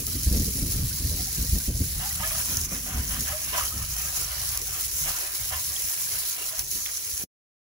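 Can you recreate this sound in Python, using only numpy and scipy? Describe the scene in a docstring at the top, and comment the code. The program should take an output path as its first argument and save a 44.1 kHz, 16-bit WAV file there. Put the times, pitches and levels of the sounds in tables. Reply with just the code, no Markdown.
"""Wind thumps and flutters on the microphones, strongest early on, over the fizz of a hose jet in a paved yard.
Filtered noise and spikes make the spray; big drops burst out of it and short rising tones trickle under it.
The jet sweeps over a motorbike: lumpy noise slaps, hollow parts resonate, trapped air plops as decaying sines.
A faint far rush lies below. All of it stops abruptly at the end."""
import sys
import numpy as np
from scipy import signal
from scipy.fft import rfft, irfft, next_fast_len
from scipy.io import wavfile
from scipy.ndimage import uniform_filter1d, map_coordinates

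SR = 44100
rng = np.random.default_rng(int(sys.argv[2]) if len(sys.argv) > 2 else 0)


def persist_wave(psi):
    """Save psi, clipped to +-1, as 16-bit WAV."""
    counts = np.round(np.clip(psi, -1, 1) * 32767).astype(np.int16)
    wavfile.write(sys.argv[1], SR, np.atleast_2d(counts).T)


N = 340628

# Right port hears first: lag and phase turn for the spray, then for the jet on the bike.
SPRAY_LAG_S, SPRAY_TURN_RAD = 8.85 / SR, 1.33
BIKE_LAG_S, BIKE_TURN_RAD = .00027, 1.1


def amp(db):
    """Amplitude of a level in dB."""
    return 10 ** (np.asarray(db) / 20)


def unit(x):
    """x scaled to an RMS of 1."""
    return x / np.sqrt(np.mean(x ** 2) + 1e-20)


def along(points, hz):
    """Interpolates (Hz, value) points on a log frequency axis."""
    f, v = np.transpose(points)
    return np.interp(np.log(hz + 1), np.log(f + 1), v)


def curves(rows):
    """One value per sample for each column after the time."""
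    s, *cols = np.transpose(rows)
    return [np.interp(np.arange(N) / SR, s, c) for c in cols]


def wobble(rate_hz):
    """A smooth random curve, rate_hz knots a second."""
    knots = rng.standard_normal(int(N * rate_hz / SR) + 4)
    return map_coordinates(knots, [np.arange(N) * rate_hz / SR])


def filtered(x, response):
    """x times a complex response of frequency."""
    m = next_fast_len(N + SR // 2)
    return irfft(rfft(x, m) * response(np.fft.rfftfreq(m, 1 / SR)), m)[..., :N]


def shaped(x, spectrum):
    """x coloured by (Hz, dB) points."""
    return filtered(x, lambda hz: amp(along(spectrum, hz)))


def patchy(depth_db, size=256):
    """Two white noises that share patches of random gain; a larger size makes them narrower and longer."""
    z = signal.stft(rng.standard_normal((2, N)), nperseg=size)[2]
    field = uniform_filter1d(rng.standard_normal(z.shape[1:]), size=6, axis=0)
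    field = uniform_filter1d(field, size=8, axis=1)
    return unit(signal.istft(z * amp(depth_db * unit(field)), nperseg=size)[1][:, :N])


def bursts(sizes, t60_s):
    """Envelope of drops that start at once and decay exponentially."""
    return signal.lfilter([1], [1, -amp(-60 / (t60_s * SR))], sizes)


def patter(rate_hz, spread_db, t60_s):
    """Envelope of random drops: many small, a few large."""
    hit = rng.random(N) < rate_hz / SR
    size_db = spread_db * np.minimum(rng.exponential(size=N), 4)
    return unit(bursts(hit * amp(size_db), t60_s))


def pulses(starts, holds, rise_s, fall_s, sizes):
    """Events summed by size: each a smooth rise centred on its start, a hold and an exponential fall."""
    t = np.arange(0, N + 32, 32) / SR
    age = t - np.asarray(starts)[:, None]
    up = np.sin(np.pi / 2 * np.clip(age / rise_s + .5, 0, 1)) ** 2
    down = np.exp(-np.maximum(age - holds[:, None], 0) / fall_s)
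    sums = np.atleast_2d(sizes) @ (up * down)
    return np.array([np.interp(np.arange(N) / SR, t, row) for row in sums])


def steady(x, share, seconds):
    """Takes part of the chance level swings out of a noise."""
    level = np.sqrt(np.abs(uniform_filter1d(x[0] ** 2, int(seconds * SR))) + 1e-12)
    return x / level ** share


def ports(pair, alike, lag_s, turn_rad):
    """Left and right from two noises: a shared part, lagged and turned in phase, and an own part."""
    # Each row: frequency in Hz, left minus right in dB.
    balance = [(400, .1), (900, 1.2), (1500, -2), (2700, -3), (3800, -.5), (5300, -4.5), (7000, .7),
               (8500, 0)]

    def mix(hz):
        c = np.clip(along(alike, hz), 0, 1)
        shared = c * np.exp(1j * (2 * np.pi * hz * lag_s - turn_rad))
        return np.array([shared, np.sqrt(1 - c * c)])

    both = np.array([pair[0], filtered(pair, mix).sum(axis=0)])
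    return filtered(both, lambda hz: amp(along(balance, hz) * [[.5], [-.5]]))


def bubbles(count, hz, octaves, cycles, soft=1, size=1024):
    """Many short rising notes of trapped air, a few of them loud; each side has its own phase."""
    start, pitch = rng.random(count), rng.standard_normal(count)
    big, turn_rad = rng.exponential(size=count), rng.normal(1.31, 1.0, count)
    f = np.clip(hz * 2 ** (octaves * pitch), 500, 7000)[:, None]
    u = f * np.arange(size) / SR / cycles  # age in lifetimes
    shape = amp(4.8 * np.minimum(big, 3)[:, None]) * u ** soft * np.exp(-3 * u)
    phase = 2 * np.pi * cycles * (u + .06 * u * u)
    at = ((start * N).astype(int)[:, None] + np.arange(size)).ravel()
    sides = []
    for k in (0, 1):
        notes = shape * np.sin(phase + k * turn_rad[:, None])
        sides.append(np.bincount(at, notes.ravel(), N + size)[:N])
    return unit(np.array(sides))


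def yard():
    """A faint steady rush from afar: band-shaped noise, alike at both ports in the lows."""
    # Far outdoor rush. Each row: frequency in Hz, relative density in dB per Hz.
    rush_spectrum = [(200, -31), (255, -20.5), (300, 8.5), (450, 6.5), (700, 0), (1500, -13)]
    far = ports(patchy(depth_db=4, size=512), [(300, .95), (800, 0.4)], 0, 0)
    return amp(-56.0) * unit(shaped(far, rush_spectrum))


def wind():
    """Eddies push on the microphones in lumps, almost alike; gusts top a breeze, rasping as they flutter harder."""
    # Breeze between gusts. Each row: time in seconds, buffet level in dB, dull and bright flutter in dB over it.
    breeze_rows = [(0.0, -40, -5, -4), (.25, -37.5, -22, -11.5), (0.74, -34, -21, -15),
                   (1.45, -39.5, -17.5, -21), (1.61, -37, -11, -34), (2.2, -42, -14.5, -20),
                   (2.6, -41, -18.5, -11), (3.14, -38, -17.5, -11), (3.34, -50, -25, -16),
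                   (3.52, -43.5, -18, -12.5), (3.85, -40, -32, -35), (4.6, -45, -23, -23),
                   (5.42, -55.5, -26, -36), (5.56, -45.5, -11, -35), (5.9, -55.5, -14, -42),
                   (6.5, -55.5, -13.5, -32), (7.09, -54.5, -7.5, -23), (7.23, -67, -18, -12)]
    # Gusts. Each row: start in seconds, buffet level in dB, flutter in dB over it, hold in seconds.
    gust_rows = [(0.07, -46, -4, 0.016), (0.147, -32.5, -14, 0.015), (0.267, -20, -19, 0.01),
                 (0.314, -24.5, -9.5, 0.06), (0.396, -27.5, -7.5, 0.027), (0.459, -38, 2, 0.027),
                 (0.553, -39, -2, 0.042), (0.617, -30, -11, 0.019), (0.742, -31, -9.5, 0.017),
                 (0.773, -29, -21, .03), (0.824, -27, -17, 0.021), (0.92, -38, -31, 0.017),
                 (1, -36.5, -7, 0.027), (1.045, -25.5, -17, 0.016), (1.096, -36, -12, 0.06),
                 (1.189, -38.5, -5.5, 0.028), (1.38, -30, -11, 0.048), (1.481, -32, -28, .025),
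                 (1.526, -23, -20, 0.016), (1.55, -33.5, -6.5, 0.021), (1.679, -26, -9, 0.026),
                 (1.746, -31.5, -13, 0.023), (1.804, -25, -6.5, 0.013), (1.952, -38, -22, 0.035),
                 (2.196, -40, -13, 0.022), (2.485, -49.5, 1, 0.042), (2.548, -42, -22, 0.032),
                 (2.64, -41, -34, 0.02), (2.717, -53.5, 12, 0.034), (2.948, -30, -15, 0.055),
                 (3.098, -40, -33, 0.04), (3.179, -41, -0.5, 0.036), (3.301, -38, -23, 0.024),
                 (3.736, -42, -4, 0.038), (3.8, -38.5, -22, 0.033), (3.895, -42, -39, 0.025),
                 (4.048, -44, -20, 0.025), (4.49, -46, -37, 0.027), (4.833, -47, -16, 0.045),
                 (4.928, -45, -18, 0.031), (5.01, -44, -14.5, 0.1), (5.39, -42.5, -28, 0.045),
                 (5.52, -46, -34, 0.054), (5.67, -54, -31, 0.04), (5.838, -44.5, -22, 0.023),
                 (6.127, -48, -16, 0.038), (6.577, -47.5, -21, 0.059), (6.745, -57, 7.5, 0.025),
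                 (7.121, -45.5, -29, 0.021), (7.195, -49, -11, 0.017), (7.237, -41, 8, 0.022)]
    # Wind spectra, from dull to bright. Each row: frequency in Hz, relative density in dB per Hz.
    buffet_spectrum = [(15, -44.5), (30, -11.5), (50, 4), (70, 3), (110, -4.5), (170, -14), (300, -57)]
    ruffle_spectrum = [(90, -15.5), (140, -7), (185, -5), (225, -13), (400, -31)]
    flutter_spectrum = [(90, -37.5), (170, -3), (260, -1), (450, -18), (650, -40), (1000, -55.5),
                        (2000, -81)]
    rasp_spectrum = [(300, -37), (450, 3), (700, -7), (900, -23.5), (1500, -55.5)]
    near_alike = [(30, .98), (60, .996), (125, .992), (250, .98), (500, .93)]  # Hz, left-right likeness
    rasp_db, rasp_db_per_db = -57.5, 1.2  # at a flutter of -40 dB; growth with flutter

    breeze_db, dull_db, bright_db = curves(breeze_rows)
    s, gust_db, gust_flutter_db, hold = np.transpose(gust_rows)
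    gust_sizes = amp([gust_db, gust_db + gust_flutter_db])
    shove, shake = pulses(s, hold, rise_s=0.016, fall_s=0.016, sizes=gust_sizes)
    strong = amp(breeze_db + 2.5 * wobble(14)) + shove
    quick = amp(breeze_db + bright_db + 2.5 * wobble(14)) + shake

    push = ports(rng.standard_normal((2, N)), near_alike, 0, 0)
    buffet = unit(steady(shaped(push, buffet_spectrum), share=0.79, seconds=0.044))
    flutter = steady(shaped(push, flutter_spectrum), share=0.29, seconds=0.017)
    flutter = unit(amp(2.3 * wobble(45)) * flutter)
    ruffle = amp(breeze_db + dull_db + 4.5 * wobble(14)) * unit(shaped(push, ruffle_spectrum))
    rasp_gain = amp(rasp_db + 7 * wobble(40)) * (quick / amp(-40)) ** rasp_db_per_db
    rasp = rasp_gain * unit(shaped(push, rasp_spectrum))
    return strong * buffet + quick * flutter + ruffle + rasp


def plops():
    """Slugs of water hit pockets: trapped air rings briefly, its pitch rising a little as the pocket shrinks."""
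    # Plops, plus two faint early tones (the first two rows) that sound with the gusts near 1.2 s. Each row:
    # start in seconds, starting pitch in Hz, level in dB before onset and churn, t60 in seconds.
    plop_rows = [(1.19, 726, -33, 0.068), (1.27, 755, -34.5, 0.067), (2.02, 730, -28, 0.2),
                 (2.05, 832, -27, 0.065), (2.109, 1940, -23, 0.026), (2.21, 905, -24, 0.054),
                 (2.224, 1228, -24, 0.095), (2.235, 625, -30.5, 0.18), (2.233, 1670, -23.5, 0.13),
                 (2.313, 1130, -27, 0.027), (2.312, 628, -32, 0.12), (2.347, 640, -36, .05),
                 (2.349, 1250, -29, .03), (2.392, 994, -34, .05), (4.07, 1610, -29.5, .06),
                 (4.16, 1000, -36, .08), (2.75, 1720, -25, 0.031), (3.273, 1540, -25, 0.04),
                 (3.286, 1700, -26, .03), (3.297, 1060, -31, .03), (3.316, 1260, -29, .07),
                 (3.325, 596, -23.5, 0.15), (3.53, 2100, -38.5, .08), (3.535, 1044, -28.5, 0.09),
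                 (3.545, 605, -32, 0.16), (3.58, 1015, -19, 0.041), (3.61, 1200, -16, 0.02),
                 (3.623, 1170, -20.5, 0.02), (3.638, 1240, -23, .015), (3.655, 3100, -26, .02),
                 (3.675, 3050, -24, 0.028), (3.718, 1240, -29, .06), (3.49, 1630, -30.5, .03),
                 (5.08, 2060, -32, 0.063), (5.524, 1004, -24, 0.11), (5.59, 990, -33, .04),
                 (5.537, 1700, -28, .07), (5.763, 3300, -16.5, 0.011), (6.483, 1050, -37, .03),
                 (6.53, 638, -31, 0.07), (6.757, 2930, -30, .03), (6.86, 2140, -15.5, 0.0082),
                 (6.862, 3370, -19, 0.012), (6.861, 2670, -21, 0.01)]
    out, t = np.zeros((2, N + SR)), np.arange(SR // 5) / SR
    for s, hz, db, t60 in plop_rows:
        right_turn = np.clip(2 * np.pi * hz * BIKE_LAG_S - BIKE_TURN_RAD, 0, 1.7)
        phase = 2 * np.pi * hz * (t + 0.59 * t * t) + rng.uniform(0, 7.5)
        tone = np.sin(phase + np.array([[0], [right_turn]]))
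        # spray keeps disturbing the pocket
        churn = amp(2.5 * np.interp(t, np.linspace(0, .2, num=40), rng.standard_normal(size=40)))
        envelope = amp(db - 60 * t / t60) * (1 - np.exp(-t / (0.12 * t60)))
        out[:, round(s * SR):][:, :len(t)] += churn * envelope * tone
    return out[:, :N]


def splash():
    """The jet slaps the bike in lumps; the harder it hits, the more the panels ring."""
    # Jet on the bike. Each row: time in seconds, drive level in dB.
    flow_rows = [(0, -53), (1.4, -48.5), (1.8, -59), (2.05, -43.5), (2.45, -44.5), (2.68, -49), (2.84, -48),
                 (3, -41), (3.5, -44.5), (4, -43.5), (4.3, -40.5), (4.62, -45), (4.93, -47.5), (5.1, -40),
                 (5.28, -43), (5.43, -40.5), (5.475, -44), (5.62, -43.5), (5.75, -48.5), (6.1, -43.5),
                 (6.4, -43), (6.65, -56), (7.23, -48)]
    # The jet meets a panel. Each row: start in seconds, drive level in dB, hiss in dB over it, hold in seconds.
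    slap_rows = [(1.998, -39.5, -4.5, 0.035), (2.199, -35, -12, 0.018), (2.228, -34, 1, 0.018),
                 (2.262, -45, -0.5, 0.026), (2.304, -39.5, -4, 0.027), (2.346, -40.5, -9, 0.011),
                 (2.39, -44, -1, 0.018), (2.482, -47.5, 1, 0.043), (2.711, -46, 3, 0.049),
                 (2.862, -44.5, -6, 0.059), (3.098, -49.5, 9, 0.078), (3.252, -44, -5, .015),
                 (3.272, -38.5, -2, 0.03), (3.311, -38, -7, 0.027), (3.53, -29, -4.5, 0.054),
                 (3.582, -34, -8.5, 0.016), (3.614, -40, 1.5, 0.043), (3.712, -51, 2, 0.12),
                 (4.05, -44, -10, 0.035), (4.153, -45.5, -7, 0.026), (4.75, -49.5, -2, 0.058),
                 (5.059, -42, 3.5, 0.03), (5.506, -40, -12, 0.02), (5.521, -34.5, -13, 0.025),
                 (5.56, -47, -2, 0.031), (6.475, -47.5, 3, .02), (6.513, -43.5, 0.5, 0.025),
                 (6.561, -46, 2.5, .04), (6.755, -55, 6, 0.039), (6.86, -57.5, 17, 0.024)]
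    # Spatter. Each row: frequency in Hz, relative density in dB per Hz.
    spatter_spectrum = [(500, -46), (900, -15), (1200, -1), (1700, -1.5), (2600, -1.5), (3300, -1),
                        (3800, -9.5), (7000, -23.5)]
    # Panels and cavities of the bike. Each row: resonance in Hz, width in Hz, relative gain in dB.
    hollow_modes = [(595, 56, 1.5), (755, 39, 5.5), (997, 51, 7), (1190, 210, 0), (1690, 197, 2.5),
                    (2070, 290, -2), (3040, 420, -1)]
    alike = [(600, 0.8), (1000, 0.43), (3000, 0.2)]  # Hz, left-right likeness

    s, db, hiss_db, hold = np.transpose(slap_rows)
    flow = amp(curves(flow_rows)[0] + 1.8 * wobble(14))
    hits = pulses(s, hold, rise_s=0.0079, fall_s=0.016, sizes=amp([db, db + hiss_db]))
    splash_db, spatter_db = 20 * np.log10(flow + hits)

    lumps = unit(3 + patter(rate_hz=240, spread_db=3, t60_s=0.02))
    slap = ports(lumps * patchy(depth_db=4.0, size=1024), alike, BIKE_LAG_S, BIKE_TURN_RAD)
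    slap = unit(shaped(slap, spatter_spectrum))
    gurgle = bubbles(count=5000, hz=1531, octaves=.7, cycles=13.0)

    def ring(f):
        total = 0
        for k, (centre, width, gain_db) in enumerate(hollow_modes):
            damping = 1j * f * width
            total = total + (-1) ** k * amp(gain_db) * damping / (centre * centre - f * f + damping)
        return total

    # single lumps of water drum on the panels
    taps = unit(2 + 0.45 * patter(rate_hz=120, spread_db=4, t60_s=0.02))
    drumming = ports(taps * patchy(depth_db=2.0), alike, BIKE_LAG_S, BIKE_TURN_RAD)
    boom = unit(filtered(drumming, ring))

    slap_gain = amp(0.78 * (spatter_db + 47.0) - 49.0)
    boom_gain = amp(1.06 * (splash_db + 45.0) - 52.5)
    return slap_gain * slap + boom_gain * boom + amp(splash_db - 11.5) * gurgle


def spray():
    """Fizz of fine drops, sharp single drops on it, and the largest drops one by one; run-off trickles under it."""
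    # Spray. Each row: time in seconds, relative fizz level in dB, lift of the lower and upper bright band in dB.
    spray_rows = [(0, -34.5, -0.5, -0.5), (.38, -33, 4.5, 1.5), (.5, -35, 1.5, 3.5), (.95, -34.5, 2, -0.5),
                  (1.1, -33.5, 6.5, 2), (1.35, -33.5, 2.5, 2), (2, -35, 2, 0), (2.4, -32.5, -0.5, 2),
                  (2.62, -34, -3, 7), (2.9, -37, -1.5, 3.5), (3.25, -33.5, -0.5, 1.5), (3.9, -36, 0.5, 3),
                  (4.1, -34, -2.5, 3), (4.35, -36, 6, 1), (4.52, -32, 1, 2.5), (4.7, -35.5, -1, 3),
                  (4.82, -34, 0.5, 0), (5, -33, -2, 3.5), (5.25, -35, 1.5, 0), (5.7, -33.5, 0, 1),
                  (6, -31.5, -3, 2), (6.2, -31.5, 2.5, -1), (6.45, -36, 0, 1.5), (6.82, -36, 1.5, 5.5),
                  (7.23, -34.5, -1, 2.5)]
    # Brief dips and surges of the fizz. Each row: start in seconds, change in dB, hold in seconds.
    sputter_rows = [(0.025, -2.5, 0.025), (0.67, 3, 0.058), (1.68, -4, .06), (2.164, -3.5, 0.043),
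                    (2.662, -6.5, 0.024), (2.994, -2.5, .05), (3.33, -2, 0.026), (3.563, 4.5, 0.036),
                    (3.658, 2, 0.018), (3.698, -1.5, 0.059), (3.86, -3.5, 0.018), (4.165, 3, 0.051),
                    (4.56, -3.5, 0.03), (4.6, -3, 0.066), (4.752, 2, 0.055), (4.87, -4, 0.039),
                    (5.01, 1.5, 0.11), (6.467, 3, 0.02), (6.502, -2.5, .04), (6.57, 2.5, 0.038),
                    (6.648, -2.5, 0.052), (6.705, 4, 0.053)]
    # Big drops bursting. Each row: time in seconds, relative level in dB.
    drop_rows = [(0.0667, -11), (0.2319, -15), (0.3262, -17), (0.3701, -16), (0.3975, -17), (0.5716, -18),
                 (1.0715, -17), (1.3294, -19), (1.585, -17), (1.774, -18), (2.2752, -16), (2.3825, -17),
                 (2.5701, -9.5), (2.6135, -17), (3.2066, -14), (3.7783, -18), (4.1594, -16), (4.5741, -10),
                 (4.616, -17), (6.5924, -9), (6.7136, -15), (6.9721, -17), (7.1771, -16), (7.223, -20)]
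    # Fizz. Each row: frequency in Hz, relative density in dB per Hz.
    fizz_spectrum = [(700, -36.5), (1500, -19.5), (2600, -12.5), (3620, -11.5), (3850, -5), (4700, -4.5),
                     (5500, -2.5), (6500, -0.5), (7400, -1), (10000, 1), (13000, 0), (16000, 1)]
    # Left-right likeness set for the fizz: low below 7 kHz, high but uneven above.
    # Each row: frequency in Hz, likeness from 0 to 1.
    likeness_rows = [(1000, 0.1), (3000, 0.092), (4500, 0.092), (6000, 0.09), (7400, 0.28), (8500, 1),
                     (9700, .7), (11000, 1), (12300, 0.52), (13500, .93), (14600, .66), (15800, .9)]
    # Bands that come and go as the jet moves. Each row: centre in Hz, half-width in Hz.
    bright_bands = [(4400, 820), (6200, 830)]
    lesser_rate_hz, lesser_db = 4, -24  # lesser big drops at random
    drop_low_hz = 4200  # big drops have little sound below this

    s, change_db, hold = np.transpose(sputter_rows)
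    level_db, *lift_db = curves(spray_rows)
    sputter_db = pulses(s, hold, rise_s=0.021, fall_s=0.016, sizes=change_db)[0]
    fizz_db = level_db + sputter_db + 0.32 * wobble(10)
    grain = unit(1.5 + 0.41 * patter(rate_hz=260, spread_db=3.0, t60_s=0.02))
    swell = amp(fizz_db + 0.92 * wobble(25) + 0.29 * wobble(70) + 6.5)

    big = (rng.random(N) < lesser_rate_hz / SR) * amp(lesser_db + 1.3 * rng.standard_normal(N))
    s, db = np.transpose(drop_rows)
    big[(s * SR).astype(int)] = amp(db)
    noise, thin = patchy(depth_db=1.5), signal.butter(2, drop_low_hz, 'high', fs=SR)
    big_noise = amp(-5) * bursts(big, t60_s=0.005) * noise
    white = swell * grain * noise + signal.lfilter(*thin, big_noise)

    # each drop is a spike; the largest are answered by the paving about two milliseconds later
    small = (rng.random(N) < 300 / SR) * amp(1.7 * np.minimum(rng.exponential(size=N), 3))
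    small = small * np.sign(rng.standard_normal(N))
    crack = amp(10.5) * (np.roll(big, round(.0008 * SR)) - .9 * np.roll(big, round(.0027 * SR)))
    spikes = 0.42 * swell * unit(small) + signal.lfilter(*thin, crack)
    scatter = rng.standard_normal(64) * amp(-np.arange(64) * 0.34)
    scattered = signal.fftconvolve(spikes, scatter / np.linalg.norm(scatter))[:N]
    white += [spikes, scattered]

    sides = ports(white, likeness_rows, SPRAY_LAG_S, SPRAY_TURN_RAD)
    reference_db = along(fizz_spectrum, 10000.)
    fizz = amp(0.5) * filtered(sides, lambda hz: amp(along(fizz_spectrum, hz) - reference_db))
    lifted = 0
    for band_db, (centre, width) in zip(lift_db, bright_bands):
        band = filtered(fizz, lambda hz: np.exp(-((hz - centre) / width) ** 2))
        lifted = lifted + (amp(band_db) - 1) * band

    trickle = amp(level_db - 21.0) * bubbles(count=2000, hz=2803, octaves=.45, cycles=25)
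    # droplets landing close by
    ticks = amp(fizz_db - 22.5) * bubbles(count=5000, hz=3450, octaves=.6, cycles=15, soft=0.44, size=320)
    return trickle + ticks + fizz + lifted


def scene():
    """All layers at their own levels."""
    return yard() + wind() + plops() + splash() + spray()


def record(dry):
    """Cuts the sound with a very short fade and keeps nothing above the band limit."""
    end_s, top_hz = 7.237, 15870
    fade = amp(-np.clip(np.arange(N) / SR - end_s, 0, .2) * 1900)  # 1900 dB per second
    edge = lambda hz: np.sin(np.pi / 2 * np.clip((top_hz - hz) / 200, 0, 1)) ** 2
    return filtered(dry * fade, edge)


dry = scene()
out = record(dry)
persist_wave(out)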